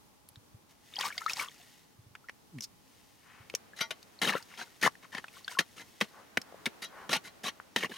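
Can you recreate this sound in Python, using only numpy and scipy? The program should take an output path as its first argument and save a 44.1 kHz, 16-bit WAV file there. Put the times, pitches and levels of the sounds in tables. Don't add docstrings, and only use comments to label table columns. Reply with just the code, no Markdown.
import sys
import numpy as np
from scipy import signal
from scipy.fft import rfft, irfft, next_fast_len
from scipy.io import wavfile
from scipy.ndimage import map_coordinates

SR = 44100
rng = np.random.default_rng(int(sys.argv[2]) if len(sys.argv) > 2 else 0)


def dump(signal):
    limited = np.clip(np.atleast_2d(signal).T, -1, 1)
    pcm = np.round(limited * 32767).astype(np.int16)
    wavfile.write(sys.argv[1], SR, pcm)


N = 351477
TIME = np.arange(N) / SR
AGE = np.arange(SR // 4) / SR

# frequency_hz, relative_db_per_hz
HUSH_SPECTRUM = [(15, -51), (25, -17.5), (96, -1.5), (129, -3.5), (297, -4), (331, -7.5), (378, -10.5),
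                 (433, -7.5), (537, -13), (1050, -11.5), (1530, -19.5), (5430, -20.5), (15500, -25.5)]
HUSH_DB = -63
# time_s, level_db
BREEZE = [(0, -72.5), (3.1, -75), (3.6, -61), (4.5, -63), (5.0, -66), (5.9, -68), (6.4, -57.5), (6.75, -56),
          (7.3, -59.5), (7.97, -63)]
# frequency_hz, left_minus_right_db
LEFT_LEAN = [(60, -16), (300, 5.5), (700, 6.5), (1500, 4.5), (4500, 1.5), (10000, -1)]
# time_s, share_of_lean
DRIFT = [(1, 0.74), (3.8, 1.34), (7.97, .25)]
TOP_HZ = 15900

# centre_s, half_length_s, level_db, centre_hz
SWISHES = [(3.353, 0.077, -59, 1800), (6.185, 0.043, -56, 1040), (6.5, 0.1, -61, 1110),
           (6.996, 0.058, -49.5, 1120)]

# start_s, level_db
BUMPS = [(0.372, -36.5), (0.544, -34.5), (1.989, -37.5), (2.064, -40), (2.107, -44), (3.402, -39.5)]
BUMP_HZ, BUMP_T60_S = 109, 0.049
JUDDER_S, JUDDER_WIDTH_S, JUDDER_DB = 2.568, 0.019, -40
JUDDER_HZ, JUDDER_OCTAVES_PER_S = 134, -11.5
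SQUEAK_S, SQUEAK_LENGTH_S, SQUEAK_DB = 2.622, 0.024, -33
SLIPS_PER_S, SLIP_DOUBLING_S = 125, 0.014

# start_s, peak_db, centre_hz
CLICKS = [(0.288, -40, 10300), (.358, -40, 3550), (1.01, -22, 3220), (1.18, -25.5, 3470),
          (1.263, -27.5, 4000), (1.296, -26, 4750), (1.304, -28, 3970), (1.334, -20, 5370),
          (1.37, -26, 4200), (1.397, -32, 2220), (2.152, -34, 1750), (2.286, -35.5, 1830),
          (2.295, -29.5, 1850), (2.585, -37.5, 2170), (2.607, -27.5, 5740), (3.499, -29.5, 2400),
          (3.539, -34, 2560), (3.55, -17, 5860), (4.028, -39, 4360), (4.294, -16, 2000), (4.426, -37, 4960),
          (4.953, -42.5, 1750), (5.242, -32.5, 1550), (5.282, -37, 2360), (5.48, -27.5, 3320),
          (6.416, -33.5, 5200)]
CLICK_T60_S = 0.018

# start_s, hold_s, level_db
SLOSHES = [(0.685, .025, -57), (.923, .05, -52), (0.981, .085, -38), (1.201, .015, -44),
           (1.273, .035, -41.5), (1.352, .075, -40.5), (4.342, .04, -47.5), (5.32, .07, -54),
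           (5.488, .03, -44)]
SLOSH_RISE_S, SLOSH_T60_S = .012, .19
# time_s, level_db
TRICKLE = [(0, -82), (.66, -92), (.87, -58), (1.17, -52), (1.52, -56.5), (1.75, -57.5), (1.97, -73),
           (2.7, -74), (2.95, -62), (3.7, -68), (4.65, -56.5), (5.05, -64), (5.3, -59), (6.1, -59),
           (6.35, -67), (7.97, -64)]
CALM_DB = -57
# frequency_hz, relative_db_per_hz
SPRAY_SPECTRUM = [(180, -18.5), (300, -17.5), (652, -16), (985, -28), (1110, -27), (1970, -9.5),
                  (2250, -15.5), (2650, -13), (5850, -15.5), (15500, -25.5)]
SPURT_DB, SPURTS_PER_S = 3, 55
# start_s, level_db, initial_pitch_hz
BUBBLES = [(.938, -35, 3560), (.958, -29, 4800), (.966, -26, 3140), (0.984, -32.5, 795),
           (.989, -20.5, 4740), (1.04, -31, 853), (1.053, -28.5, 1106), (1.104, -31.5, 1630),
           (1.125, -34.5, 2220), (1.179, -22.5, 4740), (1.179, -28.5, 2020), (1.216, -33.5, 1270),
           (1.262, -19.5, 1237), (1.281, -30.5, 1790), (1.297, -23.5, 2490), (1.397, -22, 2210),
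           (1.485, -33, 3320), (2.242, -51, 1320), (3.734, -42, 1640), (4.19, -38, 4240), (4.338, -29, 944),
           (4.365, -30, 1335), (4.614, -31, 1536), (5.446, -33, 4470), (5.479, -27, 1530),
           (5.551, -38, 1360), (5.571, -30, 1038)]
BUBBLE_CYCLES, BUBBLE_OCTAVES_PER_S = 61.6, 7.7
# start_s, level_db, initial_pitch_hz
PLOPS = [(3.54, -18.5, 456), (4.352, -12.5, 470), (4.864, -2.5, 900), (4.877, -2.5, 1010),
         (6.524, -28.5, 595), (6.544, -27, 567), (7.6, -19, 1330)]
PLOP_CYCLES, PLOP_RISE_OCTAVES = 5.2, 0.28

# start_s, length_s, level_db, mud_thud_relative_db, depth_0_to_1
SCRAPES = [(3.762, .025, -50, -20, 0.26), (3.786, 0.026, -44, -25, 0.54), (4.221, 0.066, -33, -6, .5),
           (4.28, 0.026, -32, -10, 0.42), (4.305, 0.067, -39, -7.5, 0.89), (4.481, 0.13, -56.5, -20, 0.6),
           (4.573, 0.058, -44, -12.5, 0.5), (4.812, 0.024, -36.5, -20, 0.33),
           (4.824, 0.046, -26.5, -10, 0.59), (5.025, 0.025, -52, -14, 0.82), (5.119, 0.077, -46, -19, 0.74),
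           (5.591, 0.014, -29.5, -7.5, 0.47), (5.761, 0.056, -48.5, -11.5, 0.46),
           (6.004, 0.0068, -37.5, -21, 0.14), (6.031, 0.014, -46.5, -5, 0.57),
           (6.657, 0.0061, -24, -15, .6), (6.818, 0.031, -40.5, -17.5, 0.24),
           (7.102, 0.065, -33, -10.5, 0.45), (7.237, 0.044, -48.5, -11.5, 0.24),
           (7.433, 0.056, -35, -11.5, 0.48), (7.766, .075, -40, -9, 0.53), (7.843, 0.012, -35, -5.5, 0.76),
           (7.894, 0.026, -47, 0.5, 0.73), (7.918, 0.066, -49, -26, 0.36)]
# start_s, level_db, mud_thud_relative_db, depth_0_to_1
BLOWS = [(3.808, -25.5, -13, 0.09), (3.907, -31.5, -21, 0.45), (4.216, -24.5, -14, 0.29),
         (4.849, -29, -32, 1), (5.148, -34.5, -14, 0.94), (5.181, -32.5, -10, 1), (5.588, -20, -30, 0.6),
         (6.011, -21, -8, 0.85), (6.018, -33.5, 2.5, 0.68), (6.372, -23, -8, 0.94), (6.669, -44.5, 7.5, .9),
         (6.822, -41, -22, 0.2), (7.093, -33.5, -1.5, 0.6), (7.129, -23, -18, 0.36), (7.15, -30.5, -6, 0.6),
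         (7.761, -24.5, -4, 0.64), (7.834, -29, -2.5, 1)]
# pitch_hz, mean_relative_db, unloaded_t60_s
BLADE_MODES = [(657, -15, 0.18), (915, -13, 0.18), (1141, -17, 0.22), (1427, -3, 0.084), (1895, -12, 0.13),
               (2067, -3, 0.12), (2369, -14, 0.15), (2869, -10, 0.084), (3160, -12, 0.14),
               (3273, -13, 0.12), (3946, 0, 0.072), (4221, -12, 0.15), (4344, -20, 0.12),
               (4700, -14, 0.099), (4920, -14, 0.089), (5211, -15, 0.11), (5857, -15, 0.14),
               (5970, -14, 0.078), (6358, -14, 0.074), (6794, -22, 0.13), (6934, -25, 0.12),
               (7284, -28, 0.12), (7903, -35, 0.12), (8732, -25, 0.094), (9275, -24, 0.071),
               (9975, -30, 0.14), (10400, -14, 0.053), (11560, -9, 0.05)]
# frequency_hz, relative_db_per_hz
GRIT_SPECTRUM = [(200, -24), (500, -9), (1000, -7.5), (1800, -0.5), (3000, -1), (4500, -5), (6500, -8.5),
                 (7800, -14), (10000, -14.5), (15000, -27)]
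# frequency_hz, relative_db_per_hz
MUD_SPECTRUM = [(30, -39), (60, -50), (120, -2), (220, 7), (340, 2.5), (550, 0), (900, -15), (2000, -26)]
RING_DB = (7, -18)
HOLLOW_DB = (-29.5, -3)
PEBBLE_DB = (-11, 1.5)
SCRAPE_SLOPE, BLOW_SLOPE = (1.76, -0.65), (0.48, -1.06)
BLOW_T60_S = (0.088, 0.011)
HOLLOW_HZ = 1740
STROKE_RISE, STROKE_T60_S = 0.07, 0.051
SINK_SLOPE = 0.27
BLADE_DETUNE, BLADE_BEAT_HZ = 0.017, 24


def amp(db):
    return 10 ** (np.asarray(db) / 20)


def unit(x):
    return x / np.sqrt(np.mean(x ** 2) + 1e-20)


def fade(t, t60):
    return np.exp(-np.log(1000) * t / max(t60, 1e-4))


def along(points, hz):
    f, v = np.transpose(points)
    return np.interp(np.log(hz + 1), np.log(f + 1), v)


def curve(rows):
    s, v = np.transpose(rows)
    return np.interp(TIME, s, v)


def at_depth(ends, depth):
    return ends[0] + (ends[1] - ends[0]) * np.clip(depth, 0, 1)


def wobble(rate, size):
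    knots = rng.standard_normal(int(size * rate / SR) + 4)
    return map_coordinates(knots, [np.arange(size) * rate / SR])


def filtered(x, response):
    n = x.shape[-1]
    m = next_fast_len(n + 4096)
    return irfft(rfft(x, m) * response(np.fft.rfftfreq(m, 1 / SR)), m)[..., :n]


def colour(x, spectrum, slope=0):
    def response(hz):
        return amp(along(spectrum, hz)) * np.maximum(hz, 700) ** (slope / 2)
    return unit(filtered(x, response))


def resonance(x, centre_hz, q):
    def response(f):
        damping = 1j * f * centre_hz / q
        return damping / (centre_hz ** 2 - f ** 2 + damping)
    return filtered(x, response)


def add(track, s, sound):
    part = track[max(round(s * SR), 0):][:len(sound)]
    part += sound[:len(part)]


def crackle(size, rate, spread_db, smooth):
    strength = amp(spread_db * np.minimum(rng.exponential(size=size), 3))
    sparks = (rng.random(size) < rate / SR) * strength
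    return unit(unit(sparks * rng.choice([-1, 1], size)) + smooth * rng.standard_normal(size))


def bubble(t, hz, t60, rise):
    phase = 2 * np.pi * hz * t * (1 + (2 ** rise - 1) * t / t60 / 2)
    return np.sin(phase) * amp(-60 * t / t60) * (1 - np.exp(-1.5 * hz * t))


def air():
    hush = colour(rng.standard_normal(N) + 8.8 * rng.standard_normal((2, N)), HUSH_SPECTRUM)
    whirr = amp(-79) * unit(resonance(rng.standard_normal(N), 836, q=42))
    breeze_spectrum = [(40, -51), (200, 2.5), (600, 0.0), (1500, -4.0), (3000, -11.0), (9000, -22.0)]
    breeze = colour(rng.standard_normal(N) + 5.8 * rng.standard_normal((2, N)), breeze_spectrum)
    hush_level = amp(HUSH_DB + 0.99 * wobble(4.25, N))
    breeze_level = amp(curve(BREEZE) + 0.7 * wobble(6.6, N))
    return hush_level * hush + whirr + breeze_level * breeze


def ground(x):
    decay = fade(AGE, .04) + amp(-30) * fade(AGE, .16)
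    tail = rng.standard_normal(len(AGE)) * (1 - fade(AGE, .004)) * decay
    return signal.fftconvolve(x, tail / np.linalg.norm(tail))[:N]


def sleeve():
    out = np.zeros(N)
    for s, width, db, hz in SWISHES:
        cloth = [(hz / 5, -20), (hz / 2, -3), (hz, 0), (hz * 1.45, -3), (hz * 2.3, -17), (hz * 8, -35)]
        rub = colour(rng.standard_normal(N), cloth)
        out += amp(db) * np.exp(-((TIME - s) / width) ** 2 / 2) * rub
    return out


def judder():
    out = np.zeros(N)
    t = AGE - AGE.mean()
    phase = 2 * np.pi * np.cumsum(JUDDER_HZ * 2 ** (JUDDER_OCTAVES_PER_S * t)) / SR
    drag = np.sin(phase) + 0.66 * np.sin(2 * phase) + 0.11 * np.sin(3 * phase)
    drag *= amp(JUDDER_DB) * np.exp(-(t / JUDDER_WIDTH_S) ** 2 / 2)
    add(out, JUDDER_S + t[0], .5 * drag + resonance(drag, 220, q=3.2))
    return out


def squeak():
    out = np.zeros(N)
    rate = SLIPS_PER_S * 2 ** (AGE[AGE < SQUEAK_LENGTH_S] / SLIP_DOUBLING_S)
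    slip_count = np.ceil(np.cumsum(rate) / SR)
    for i in np.flatnonzero(np.diff(slip_count, prepend=0)):
        slip = resonance(fade(AGE, 0.036) * rng.standard_normal(len(AGE)), 5330, q=5.8)
        add(out, SQUEAK_S + i / SR, amp(SQUEAK_DB) * slip / np.abs(slip).max())
    return out


def fingers():
    out = judder() + squeak()
    for s, db in BUMPS:
        add(out, s, amp(db) * bubble(AGE, BUMP_HZ, BUMP_T60_S, 0))
    return out


def clicks():
    out = np.zeros(N)
    for s, db, hz in CLICKS:
        burst = fade(AGE, CLICK_T60_S) * rng.standard_normal(len(AGE))
        snap = resonance(burst, hz, q=5.5) + .2 * resonance(burst, hz / 2, q=1.5)
        snap = filtered(snap, lambda f: 1 / (1 + .5j * f / hz))
        add(out, s, amp(db) * snap / np.abs(snap).max())
    return out


def stirring():
    power = amp(curve(TRICKLE)) ** 2
    for start, hold, db in SLOSHES:
        age = np.maximum(TIME - start, 0)
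        rise = 1 - np.exp(-age / SLOSH_RISE_S)
        release = fade(np.maximum(age - hold, 0), SLOSH_T60_S)
        power = power + (amp(db) * rise * release) ** 2
    return 10 * np.log10(power)


def swarm(level_db, count, low_hz, cycles, gain_db):
    births = np.cumsum(amp(.75 * level_db) * (level_db > CALM_DB))
    out = np.zeros(N)
    for when, a, b, life, size, rise in rng.random((count, 6)):
        hz = min(low_hz * 2.7 ** (a + b), 14000)
        t60 = cycles * (.5 + life) / hz
        i = np.searchsorted(births, when * births[-1])
        level = amp(level_db[i] + gain_db - 18 * size)
        add(out, i / SR, level * bubble(AGE[:int(t60 * SR)], hz, t60, .5 * rise))
    return out


def spray(level_db):
    thrown = np.clip((level_db - CALM_DB) / 10, 0, 1)
    level = amp(level_db - 4.5 + thrown * SPURT_DB * wobble(SPURTS_PER_S, N))
    return level * colour(crackle(N, rate=700, spread_db=-1.5, smooth=0.9), SPRAY_SPECTRUM)


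def water():
    level_db = stirring()
    gurgle = swarm(level_db, count=460, low_hz=680.4, cycles=42.3, gain_db=7.0)
    droplets = swarm(level_db, count=520, low_hz=2060, cycles=29, gain_db=9)
    out = gurgle + droplets + spray(level_db)
    for s, db, hz in BUBBLES:
        t60 = BUBBLE_CYCLES / hz
        add(out, s, amp(db) * bubble(AGE, hz, t60, BUBBLE_OCTAVES_PER_S * t60))
    for s, db, hz in PLOPS:
        add(out, s, amp(db) * bubble(AGE, hz, PLOP_CYCLES / hz, PLOP_RISE_OCTAVES))
    return out


def stones(rate):
    out = np.zeros(len(AGE))
    for when, pitch, size in rng.random((int(rate * len(AGE) / SR), 3)):
        hz = 700 * 10 ** pitch
        t60 = 36 / hz
        add(out, when * len(AGE) / SR, amp(-20 * size) * bubble(AGE[:int(t60 * SR)], hz, t60, 0))
    return out


def blade_ring(force, ring_db):
    free = np.clip(amp(ring_db - 2), .12, .85)
    ring = np.zeros(len(AGE))
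    variations = rng.standard_normal((len(BLADE_MODES), 4))
    for (hz, db, t60), (strength, load, phase, split) in zip(BLADE_MODES, variations):
        pitch = hz * (1 + BLADE_DETUNE * (1.05 - free) * load)
        mode = np.sin(2 * np.pi * (pitch * AGE + phase))
        twin = .5 * np.sin(2 * np.pi * (pitch + BLADE_BEAT_HZ * split) * AGE)
        ring += amp(db + 3 * strength) * fade(AGE, t60 * free) * (mode + twin)
    ring = filtered(ring, lambda f: amp(along([(600, 5.0), (2000, -3.5), (7000, 2.0)], f)))
    return unit(signal.fftconvolve(force, ring)[:len(AGE)]) * np.sqrt(np.mean(force ** 2))


def contact(grit, depth):
    ring_db = at_depth(RING_DB, depth)
    rms = np.sqrt(np.mean(grit ** 2))
    pocket = unit(resonance(grit, HOLLOW_HZ, q=3.7))
    crunch = rms * unit(unit(grit) + amp(at_depth(HOLLOW_DB, depth)) * pocket)
    steel = amp(ring_db) * blade_ring(grit, ring_db)
    return (crunch + steel) / np.hypot(1, amp(ring_db))


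def scrapes():
    out = np.zeros(N)
    for start, length, db, thud_db, depth in SCRAPES:
        push = 1 - np.exp(-AGE / (STROKE_RISE * length))
        push = push * fade(np.maximum(AGE - length, 0), STROKE_T60_S)
        push = push * amp(1.66 * wobble(151.0, len(AGE)))
        push /= np.sqrt(np.sum(push ** 2) / (length * SR))
        sand = crackle(len(AGE), rate=2500, spread_db=1.5, smooth=0.49)
        grains = sand + amp(at_depth(PEBBLE_DB, depth)) * unit(stones(rate=450))
        slope = at_depth(SCRAPE_SLOPE, depth)
        sunk = np.minimum(AGE / length, 1)
        first = colour(grains, GRIT_SPECTRUM, slope + SINK_SLOPE)
        last = colour(grains, GRIT_SPECTRUM, slope - SINK_SLOPE)
        grit = push * ((1 - sunk) * first + sunk * last)
        thud = push * colour(rng.standard_normal(len(AGE)), MUD_SPECTRUM)
        add(out, start, amp(db) * (contact(grit, depth) + amp(thud_db) * thud))
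    return out


def blows():
    out = np.zeros(N)
    for s, db, thud_db, depth in BLOWS:
        push = 1 - np.exp(-AGE / 0.00018)
        push = push * fade(np.maximum(AGE - .003, 0), at_depth(BLOW_T60_S, depth))
        grains = crackle(len(AGE), rate=2600, spread_db=-5, smooth=0.84)
        crunch = push * colour(grains, GRIT_SPECTRUM, at_depth(BLOW_SLOPE, depth))
        give = (1 - np.exp(-AGE / 0.0021)) * fade(AGE, 0.035)
        clod = np.sin(2 * np.pi * 215 * amp(rng.normal(0, 1)) * AGE)
        mud = unit(clod + 1.1 * colour(rng.standard_normal(len(AGE)), MUD_SPECTRUM))
        thud = give / give.max() * mud
        add(out, s, amp(db) * (contact(crunch, depth) + amp(thud_db) * thud))
    return out


def scene():
    high_pass = signal.butter(3, 105, "high", fs=SR, output="sos")
    work = signal.sosfilt(high_pass, scrapes() + blows() + water())
    left_of_centre = work + sleeve()
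    near = left_of_centre + clicks() + fingers()
    side_db = [(200, -8), (1200, -12), (4000, -11), (9000, -8)]
    side = filtered(ground(near), lambda hz: amp(along(side_db, hz)))
    lean_change = filtered(left_of_centre, lambda hz: amp(np.outer([.5, -.5], along(LEFT_LEAN, hz))) - 1)
    lean = curve(DRIFT) * lean_change
    return near + lean + np.array([side, -side]) + amp(-15.0) * ground(near) + air()


def record(dry):
    def response(hz):
        dip = 1 - 0.55 * np.exp(-((hz - 7600) / 160) ** 2)
        return dip / np.sqrt(1 + (hz / TOP_HZ) ** 160)
    return filtered(dry, response)


dry = scene()
out = record(dry)
dump(out)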